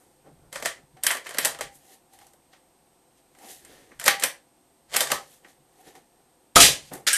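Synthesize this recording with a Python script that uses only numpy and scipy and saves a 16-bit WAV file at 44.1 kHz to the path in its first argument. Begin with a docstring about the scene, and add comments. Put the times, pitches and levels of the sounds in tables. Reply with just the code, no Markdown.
"""Air rifle, cocked and fired

A spring air rifle is handled in a small furnished room, close to a phone microphone. Its bolt is lifted,
drawn, pushed home and locked twice: noise chatter and sliding grit drive the ringing modes of metal and stock.
Hands and sleeves rub the plastic in swells of grainy noise, over low rumble, room tone and a thin whine.
At the end it fires: a piston slam through resonances, a burst of shaped noise for the air, a late clatter."""
import sys
import numpy as np
from scipy import signal
from scipy.fft import rfft, irfft, next_fast_len
from scipy.io import wavfile

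SR = 44100
rng = np.random.default_rng(int(sys.argv[2]) if len(sys.argv) > 2 else 0)


def waveform_to_disk(signal):
    """Save audio, clipped to [-1, 1], as 16-bit WAV at the path in sys.argv[1]."""
    frames = np.transpose(np.atleast_2d(signal))
    scaled = np.clip(frames, -1, 1) * 32767
    samples = np.round(scaled).astype(np.int16)
    wavfile.write(sys.argv[1], SR, samples)


N = 316197   # length in samples

# All levels are relative: layer trims, the room and the microphone chain follow.
# steady room tone, spectrum: f/Hz, level/dB
AIR_SPECTRUM = [(12, -38), (20, -14.5), (93, -11.5), (386, 1), (443, -11), (508, 0.5), (599, -10.5),
                (706, -1), (850, -4.5), (1160, -12.5), (1520, -15.5), (5360, -19.5), (9000, -18.5),
                (14000, -21)]
AIR_DB = -63.5
WHINE_HZ, WHINE_DB = 8280, -73.5   # a thin steady electrical whine

# hands and sleeves on the stock, one swell a row:
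# peak t/s, rise t/s, fall t/s, palm drag level/dB, hollow ring level/dB, scuff level/dB, sleeve rustle level/dB
HAND_SWELLS = [(0.0,.05,0.39,-63,-79,-84,-65.5), (.27,0.045,.1,-49,-59,-80,-80),
               (.46,0.26,0.18,-61,-84,-94,-93), (.79,0.04,0.095,-57,-79,-82,-70),
               (.966,0.01,0.17,-61.5,-56.5,-78,-77), (1.754,0.054,0.09,-67,-83,-72,-52.5),
               (1.938,0.33,0.088,-62.5,-61.5,-60,-55), (2.142,0.052,0.11,-71,-56,-62.5,-59.5),
               (2.22,.1,0.17,-70,-54,-63.5,-60.5), (2.535,0.033,0.1,-66,-63,-59,-75),
               (3.184,0.066,.08,-77,-78,-68,-71), (3.446,0.11,0.16,-51.5,-46.5,-60,-57),
               (3.51,0.16,0.19,-58,-57,-50.5,-45), (3.72,0.24,0.49,-54,-79,-58.5,-60),
               (3.914,0.025,0.078,-53,-78,-76,-78), (5.22,0.046,0.059,-66,-45,-64.5,-65),
               (5.342,0.42,.12,-68,-87,-62,-56.5), (5.452,0.058,0.13,-58,-63,-66,-70),
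               (5.49,.06,0.13,-66,-70,-62,-61), (5.81,.18,0.1,-62,-60.5,-69,-62),
               (5.88,0.09,0.12,-52.5,-56.5,-56,-56.5), (5.958,.03,.12,-53,-53.5,-60,-62),
               (6.15,.08,0.048,-65,-86,-87,-79), (6.2,0.042,0.057,-64,-70,-87,-77),
               (6.917,.008,0.17,-38,-39.5,-69,-58), (6.937,0.029,0.11,-47,-48,-51.5,-44)]
# palm drag on plastic, then scuff and sleeve cloth (each its own band of it), spectra: f/Hz, level/dB
RUB_SPECTRUM = [(110, -41), (180, -9.5), (259, -1), (527, -1.5), (618, -8.5), (758, -7), (963, -15.5),
                (1500, -14), (1950, -41.5), (3300, -120)]
RUSTLE_SPECTRUM = [(1290, -18.5), (2200, -19), (2530, -1.5), (3900, -1.5), (5440, -5.5), (6110, -2),
                   (10500, -1), (14000, -4.5)]
# long ring of the hollow stock, then its upper rings: f/Hz, width f/Hz, level/dB
HOLLOW_MODES = [(770, 39, 2.5)]
STOCK_MODES = [(1815, 200, 9.5), (2050, 130, 1)]
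RING_DB = -3   # upper stock rings re the geometric mean of drag and scuff
SWELL_DB = 28.5   # drop of a swell one rise before its peak or one fall after it

# low rumble that comes with shifts of weight and hard blows:
# peak t/s, rise t/s, fall t/s, hum level/dB, deep level/dB
RUMBLE_SWELLS = [(.3, 0.072, 0.34, -56, -72), (.42, .25, 0.88, -63, -63.5), (.68, 0.33, 0.099, -61, -67),
                 (.84, 0.088, 0.034, -53, -71), (.95, 0.044, 0.033, -58, -67),
                 (1.09, 0.36, 0.28, -73.5, -76), (1.45, 0.17, 0.28, -59, -65),
                 (1.63, .15, 0.21, -55, -60.5), (2.2, 0.21, 0.43, -91, -75), (3.66, 0.12, 0.43, -69, -69),
                 (4.0, 0.16, 0.078, -62, -62), (4.09, .06, 0.18, -53.5, -69),
                 (4.27, .25, 0.049, -57, -84.5), (4.97, 0.11, .3, -59.5, -64), (5.15, 0.2, .13, -52, -64),
                 (5.63, 0.26, .08, -76, -79), (5.88, 0.17, .3, -73, -98), (6.565, 0.0077, 0.25, -32, -35),
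                 (6.622, 0.034, 0.074, -36.5, -28), (6.712, .1, 0.059, -39, -55),
                 (6.942, 0.06, 0.19, -47.5, -67.5)]
RUMBLE_HZ, RUMBLE_WIDTH_HZ = 144.2, 33   # each of two resonances in series
HUM_REST_DB, DEEP_REST_DB = -79.5, -80.5

# bolt and catch contacts:
# t/s, peak level/dB, heaviness level/dB, sharpness level/dB, pitch the struck spot favours f/Hz, ring level/dB
CONTACTS = [(.262,-58,3,-7,1270,4), (.527,-23.5,5,5.5,2050,7), (.557,-17,0.5,-3.5,565,18),
            (.599,-29,6,0,565,6), (.624,-17,8.5,-1,565,-5), (.65,-18,9.5,1.5,565,13),
            (.657,-7,0,-0.5,1890,5), (.969,-44,-8,-6,1780,5.5), (1.035,-14.5,-12,14,6400,8.5),
            (1.042,-17.5,1,-4,2050,8), (1.066,-0.5,-14,5.5,3150,2.5), (1.105,-13,-5,-11.5,1780,6.5),
            (1.111,-13.5,-3.5,9.5,1780,5), (1.149,-20.5,9.5,3,1780,8.5), (1.169,-20.5,4.5,-0.5,2050,6.5),
            (1.26,-28,11,-6.5,2050,1.5), (1.267,-23,5,-2.5,1780,10), (1.291,-25.5,6,4,1780,-1),
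            (1.308,-24.5,1.5,-2,565,7), (1.34,-32,6,6,3150,1.5), (1.345,-21,6.5,-1,565,6.5),
            (1.372,-23,2.5,-6,1900,3), (1.384,-3.5,-1,4,4600,2), (1.448,-4.5,-17,4,7700,-12),
            (1.454,-5.5,-0.5,6,785,2), (1.547,-28,7,-4,565,2), (1.588,-26,11.5,-1,1270,13),
            (1.609,-13.5,5,0,752,9.5), (2.135,-41.5,-4,5,810,7.5), (2.188,-39,0,3,3150,-4),
            (2.214,-43.5,-4,-5,810,20), (2.267,-43,-6,7,6400,12), (2.334,-44,9,6,3150,0),
            (2.532,-44.5,3.5,-9,1270,6), (3.349,-46,-1,-5,2050,-1), (3.386,-41,-4,4,6400,6),
            (3.649,-34.5,-15,3,8500,15), (3.917,-47,0.5,-13.5,1800,8), (3.997,-19,-7,3,6600,7),
            (4.013,-22.5,2,-2.5,1900,5.5), (4.03,-30,-3,2.5,3800,3.5), (4.04,-17.5,-6,7,7500,5),
            (4.06,-7,-1.5,4.5,1270,3.5), (4.079,5,-4,0,810,4), (4.109,-18,-0.5,-3,2000,10),
            (4.197,-22.5,-10.5,8,7600,7.5), (4.224,-13,-3.5,-2,1780,8), (4.236,-2,-10,6,6400,7.5),
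            (4.94,-16,4,2.5,3225,12.5), (4.947,-14.5,-9,-7,784,5), (4.961,-7.5,-7,0.5,1900,-7),
            (4.965,-2,-6.5,5.5,800,-1), (5.006,-3.5,-2.5,5,3600,10.5), (5.071,-18.5,-11,-1,1800,9),
            (5.102,-17,8,-1,787,15.5), (5.117,-3.5,2,2,1200,7.5), (5.446,-48,4,-18.5,1785,4),
            (5.952,-38,-10,0.5,790,8), (6.935,-36,3,19.5,8600,0)]
# bolt strokes, scraping up to a stop: start t/s, length t/s, start level/dB, end level/dB
SLIDES = [(0.519, 0.042, -52, -35.5), (0.627, 0.022, -74, -32.5), (1.029, 0.039, -38.5, -30),
          (1.085, 0.023, -37.5, -37.5), (1.243, 0.15, -44.5, -42.5), (1.4, 0.07, -35, -25),
          (3.993, 0.039, -47.5, -44), (4.051, 0.02, -29, -15.5), (4.072, 0.012, -30, -34.5),
          (4.198, 0.039, -40.5, -23.5), (4.876, 0.071, -71, -22.5), (4.984, 0.028, -35, -21),
          (5.083, 0.038, -40, -21.5)]
# broad modes of bolt and stock, then narrow rings of stock and metal parts: f/Hz, width f/Hz, level/dB
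RIFLE_MODES = [(572, 140, 2), (1160, 16, 2.5), (1570, 150, -10.5), (1923, 260, 0.5), (3105, 170, -3),
               (4500, 560, -14), (7456, 1100, -8.5), (8500, 1400, -9), (12670, 2700, -13.5)]
METAL_MODES = [(565, 24, -2), (800.7, 13, 9.5), (1280, 18, 3.5), (1780, 40, 2), (1900, 16, 1.5),
               (2064, 69, 0.5), (3150, 250, -4.5), (3600, 40, -0.5), (4600, 100, -3), (5500, 60, -2),
               (6000, 50, -2), (7460, 80, 0), (8600, 74, -1.5)]
CONTACT_MS, THUD_MS, TICK_MS = 3.92, 6.9, 3.2   # decay time constants
THUD_DB, KNOCK_DB, CLICK_DB, TICK_DB = -7, -0.5, -4.5, -6   # layer trims re the peak column
MODES_DB, CRACK_DB = -1.5, -4
FAVOUR_DB_OCT = 40.5   # a ring weakens with its distance from the favoured pitch
SLIDE_TAIL_S, SLIDE_TAIL_DB = 40 / 377.5, 40.5   # length and drop of the fade after each stroke

# reverberation time: f/Hz, t/s
ROOM_T60 = [(60, 0.31), (300, 0.27), (1000, .27), (3000, 0.23), (7000, 0.23), (14000, 0.16)]
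ROOM_DB = -5

# shot: t/s, air blast level/dB, low push level/dB
SHOT_LEVELS = [(6.552, -40, -56), (6.556, -34, -41), (6.558, -10, -25.5), (6.562, -8.5, -13),
               (6.598, -19, -27), (6.606, -4.5, -22.5), (6.658, -11, -27.5), (6.792, -57.5, -64),
               (6.89, -55, -78), (6.91, -62, -61.5)]
# piston and spring: t/s, level/dB, contact t/ms
SLAMS = [(6.557, -6, 2.4), (6.566, 18.5, 3.1), (6.603, -15.5, 2.5)]
# cylinder resonances: f/Hz, width f/Hz, level/dB
CYLINDER_MODES = [(1256, 73, 5.5), (485, 117, -5), (3650, 300, -27.5)]
# air blast and low push, spectra: f/Hz, level/dB
BLAST_SPECTRUM = [(530, -22.5), (900, -27.5), (1620, -10.5), (1880, -6), (3110, -2), (5650, -5),
                  (8350, -4.5), (13100, -12), (14000, -27)]
PUSH_SPECTRUM = [(12, -25.5), (20, -7.5), (362, -2.5), (408, -3.5), (492, -0.5), (1030, -7.5), (1200, -9.5),
                 (1560, -29.5), (2640, -120)]

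# a thin bright double clatter after the shot: t/s, level/dB
CLATTER_LEVELS = [(7.064, -79.5), (7.068, -22), (7.075, -15), (7.1, -22), (7.127, -27), (7.132, -27),
                  (7.15, -28), (7.17, -25)]
# its spectrum: f/Hz, level/dB
CLATTER_SPECTRUM = [(180, -30), (300, -14), (401, -17), (599, -12), (726, -26), (787, -10.5), (1020, -22),
                    (1320, -2.5), (2000, 0.5), (2550, -3), (6790, -4), (8920, -7), (14000, -16)]
# its ringing burst: t/s, level/dB, contact t/ms
CLATTER_BURST = [(7.129, -4.5, 26)]
# resonances of that burst: f/Hz, width f/Hz, level/dB
CLATTER_MODES = [(1630, 29, 6), (2990, 110, -1), (5630, 120, -3), (8660, 1100, -2), (9700, 800, -8)]

LIMIT_DB, RELEASE_DB_S = -13.5, 29   # gain control threshold, recovery of the detected level
SQUEEZE = 0.56   # dB of ducking per dB over the threshold
MIC_TOP_HZ, CUTOFF_HZ = 14500, 15400   # stop-band edges of the two low-passes


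def from_db(db):
    """dB to gain."""
    return 10 ** (np.asarray(db) / 20)


def rms_one(x):
    """Scale to rms 1."""
    return x / np.sqrt(np.mean(x ** 2) + 1e-20)


def gains(tables):
    """Sum level curves as gains in time, silent outside their spans."""
    t, out = np.arange(N) / SR, 0
    for rows in tables:
        s, *columns = np.transpose(rows)
        curves_db = [np.interp(t, s, c, left=-200, right=-200) for c in columns]
        out = out + from_db(curves_db)
    return out


def swells(rows):
    """Each row swells to its peak and dies away; overlaps add in power, one gain in time per level column."""
    t, power = np.arange(N) / SR, np.zeros((len(rows[0]) - 3, N))
    for peak, rise, fall, *levels_db in rows:
        near = slice(max(int((peak - 2 * rise) * SR), 0), int((peak + 2 * fall) * SR))
        shape_db = -SWELL_DB * np.maximum((peak - t[near]) / rise, (t[near] - peak) / fall)
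        power[:, near] += np.outer(from_db(levels_db), from_db(shape_db)) ** 2
    return np.sqrt(power)


def at_hz(points, hz):
    """Read a table on a log-frequency axis."""
    table_hz, values = np.transpose(points)
    return np.interp(np.log(hz), np.log(table_hz), values)


def coloured(spectrum):
    """Noise with this spectrum, rms 1."""
    size = next_fast_len(N)
    hz = np.arange(size // 2 + 1) * SR / size + 1
    white = rfft(rng.standard_normal(size))
    return rms_one(irfft(white * from_db(at_hz(spectrum, hz)), size)[:N])


def band(x, low_hz, high_hz):
    """Gentle causal band-pass."""
    sos = signal.butter(2, [low_hz, min(high_hz, .45 * SR)], "band", fs=SR, output="sos")
    return signal.sosfilt(sos, x)


def gritty(spectrum, spread_db):
    """Coloured noise whose level jumps from grain to grain by spread_db rms."""
    grain = from_db(spread_db * rms_one(band(rng.standard_normal(N), 14, 276)))
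    return rms_one(grain) * coloured(spectrum)


def body(x, modes):
    """Parallel resonances, each a peak of its own width."""
    out = 0
    for hz, width, level_db in modes:
        r = np.exp(-np.pi * width / SR)   # a wider peak dies sooner
        b = (1 - r * r) / 2 * np.array([1, 0, -1])
        a = [1, -2 * r * np.cos(2 * np.pi * hz / SR), r * r]
        out = out + from_db(level_db) * signal.lfilter(b, a, x)
    return out


def bursts(times, levels_db, contact_ms, rise_ms=0.58):
    """Row 0: each contact as a short chatter of noise; row 1: the same expected energy as one even click."""
    length = 4000
    out = np.full((2, N + length), 1e-18)
    t_ms = np.arange(length) / SR * 1000
    noise = rng.standard_normal((len(times), length))
    for s, level_db, ms, chatter in zip(times, levels_db, contact_ms, noise):
        i = round(s * SR)
        shape = from_db(level_db) * (1 - np.exp(-t_ms / rise_ms)) * np.exp(-t_ms / max(ms, .3))
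        out[0, i:i + length] += chatter * shape
        out[1, i] += np.sign(chatter[0]) * np.sqrt(np.sum(shape ** 2))
    return out[:, :N]


def room_tone():
    """Steady coloured noise: the air of the room."""
    return from_db(AIR_DB) * coloured(AIR_SPECTRUM)


def whine():
    """One steady sine, the electrical whine; the root of 2 makes its level rms."""
    return from_db(WHINE_DB) * 2 ** .5 * np.sin(2 * np.pi * WHINE_HZ * np.arange(N) / SR)


def hands():
    """Skin and cloth drag over the plastic; the hollow stock colours the rub."""
    drag, hollow, scuff, rustle = swells(HAND_SWELLS)
    white = rng.standard_normal(N)
    upper = from_db(RING_DB) * np.sqrt(drag * scuff)
    stock = hollow * rms_one(body(white, HOLLOW_MODES)) + upper * rms_one(body(white, STOCK_MODES))
    scuffing = rms_one(band(gritty(RUSTLE_SPECTRUM, 2.5), 2300, 6500))
    rustling = rms_one(band(gritty(RUSTLE_SPECTRUM, 1.5), 5500, 15000))
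    return drag * gritty(RUB_SPECTRUM, 2.7) + stock + scuff * scuffing + rustle * rustling


def rumble():
    """A low hollow resonance and deeper thumps over a quiet rest level."""
    hum, deep = swells(RUMBLE_SWELLS) + from_db([[HUM_REST_DB], [DEEP_REST_DB]])
    mode = [(RUMBLE_HZ, RUMBLE_WIDTH_HZ, 0)]
    white = rng.standard_normal((2, N))
    humming = rms_one(body(body(white[0], mode), mode))
    return hum * humming + deep * rms_one(band(white[1], 22, 90))


def sliding():
    """The bolt scrapes along its way: sparse strong grains, cut off by a quick fade at the stop."""
    grit = rng.standard_normal(N) * from_db(5.0 * np.minimum(rng.exponential(1, N), 5))
    strokes = []
    for start, length, start_db, end_db in SLIDES:
        stop = start + length
        tail = (stop + SLIDE_TAIL_S, end_db - SLIDE_TAIL_DB)
        strokes.append([(start, start_db), (stop, end_db), tail])
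    return gains(strokes)[0] * band(rms_one(grit), 220, 7800)


def metal_rings(s, level_db, spot_hz, ms):
    """Each click rings the narrow modes, most strongly those near the pitch its struck spot favours."""
    out = 0
    for mode in METAL_MODES:
        octaves_away = np.abs(np.log2(spot_hz / mode[0]))
        clicks = bursts(s, level_db - FAVOUR_DB_OCT * octaves_away, ms)[1]
        out = out + body(clicks, [mode])
    return out


def bolt():
    """Contacts and sliding grit shake the rifle: a bare crack plus its ringing modes (rows as in bursts)."""
    s, peak_db, heavy_db, sharp_db, spot_hz, ring_db = np.transpose(CONTACTS)
    ms = np.full(len(s), CONTACT_MS)
    thud_ms, tick_ms = np.full(len(s), THUD_MS), np.full(len(s), TICK_MS)
    # heavy contacts move the stock; sharp ones trade knock for tick
    thud = band(bursts(s, peak_db + heavy_db + THUD_DB, thud_ms), 260, 1000)
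    knock = band(bursts(s, peak_db - sharp_db + KNOCK_DB, ms), 900, 2500)
    click = band(bursts(s, peak_db + CLICK_DB, ms), 1900, 7000)
    tick = band(bursts(s, peak_db + sharp_db + TICK_DB, tick_ms), 7000, 13000)
    rings = metal_rings(s, peak_db + ring_db, spot_hz, ms)
    shake = thud + knock + click + tick + sliding()
    return from_db(CRACK_DB) * shake + from_db(MODES_DB) * body(shake, RIFLE_MODES) + rings


def room(x):
    """Diffuse tail: half-octave bands of noise, each dying at its own rate, after a short gap."""
    t, edges = np.arange(SR // 2) / SR, 40 * 2 ** np.arange(0, 9, .5)
    white, tail = rng.standard_normal((2, len(t))), 0   # neighbouring bands get unrelated noise
    for k, (low, high) in enumerate(zip(edges, edges[1:])):
        fall_db = -60 * t / at_hz(ROOM_T60, np.sqrt(low * high))
        tail = tail + band(white[k % 2], low, high) * from_db(fall_db)
    tail = tail * np.clip((t - .003) / 0.0032, 0, 1)   # 3 ms gap, then a fade-in
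    return signal.fftconvolve(x, tail / np.sqrt(np.sum(tail ** 2)))[:N]


def shot():
    """The piston slams into the cylinder head and the air rushes out of the barrel."""
    s, level_db, ms = np.transpose(SLAMS)
    blast, push = gains([SHOT_LEVELS])
    slam = body(bursts(s, level_db, ms)[1], CYLINDER_MODES)
    return slam + blast * coloured(BLAST_SPECTRUM) + push * coloured(PUSH_SPECTRUM)


def clatter():
    """Thin, bright rattling of grainy noise; in its second part a burst of chatter rings resonances."""
    s, level_db, ms = np.transpose(CLATTER_BURST)
    rattle = gains([CLATTER_LEVELS])[0] * gritty(CLATTER_SPECTRUM, 1.4)
    return rattle + body(bursts(s, level_db, ms)[0], CLATTER_MODES)


def scene():
    """The microphone hears each contact's own chatter; the walls gather all directions, an even spectrum."""
    direct, radiated = bolt() + shot()
    near = hands() + rumble() + clatter()
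    walls = from_db(ROOM_DB) * room(radiated)
    return (direct + walls + near + room_tone() + whine())[None]


def record(dry):
    """Gain control ducks on sustained loudness and recovers slowly; peaks clip softly; the top is cut."""
    slow = np.exp(-1 / (0.045 * SR))   # 45 ms loudness averaging
    power = signal.lfilter([1 - slow], [1, -slow], dry[0] ** 2)
    level_db = 10 * np.log10(power + 1e-12)
    # hold the highest level so far, sinking at the release rate
    ramp = RELEASE_DB_S * np.arange(N) / SR
    held_db = np.maximum.accumulate(level_db - LIMIT_DB + ramp) - ramp
    x = dry * from_db(-SQUEEZE * np.maximum(held_db, 0))
    x = signal.sosfilt(signal.cheby2(14, 28, MIC_TOP_HZ, fs=SR, output="sos"), x)
    x = x / (1 + np.abs(x / .93) ** 4) ** .25   # soft ceiling at 0.93
    return signal.sosfilt(signal.cheby2(14, 80, CUTOFF_HZ, fs=SR, output="sos"), x)


dry = scene()
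out = record(dry)
waveform_to_disk(out)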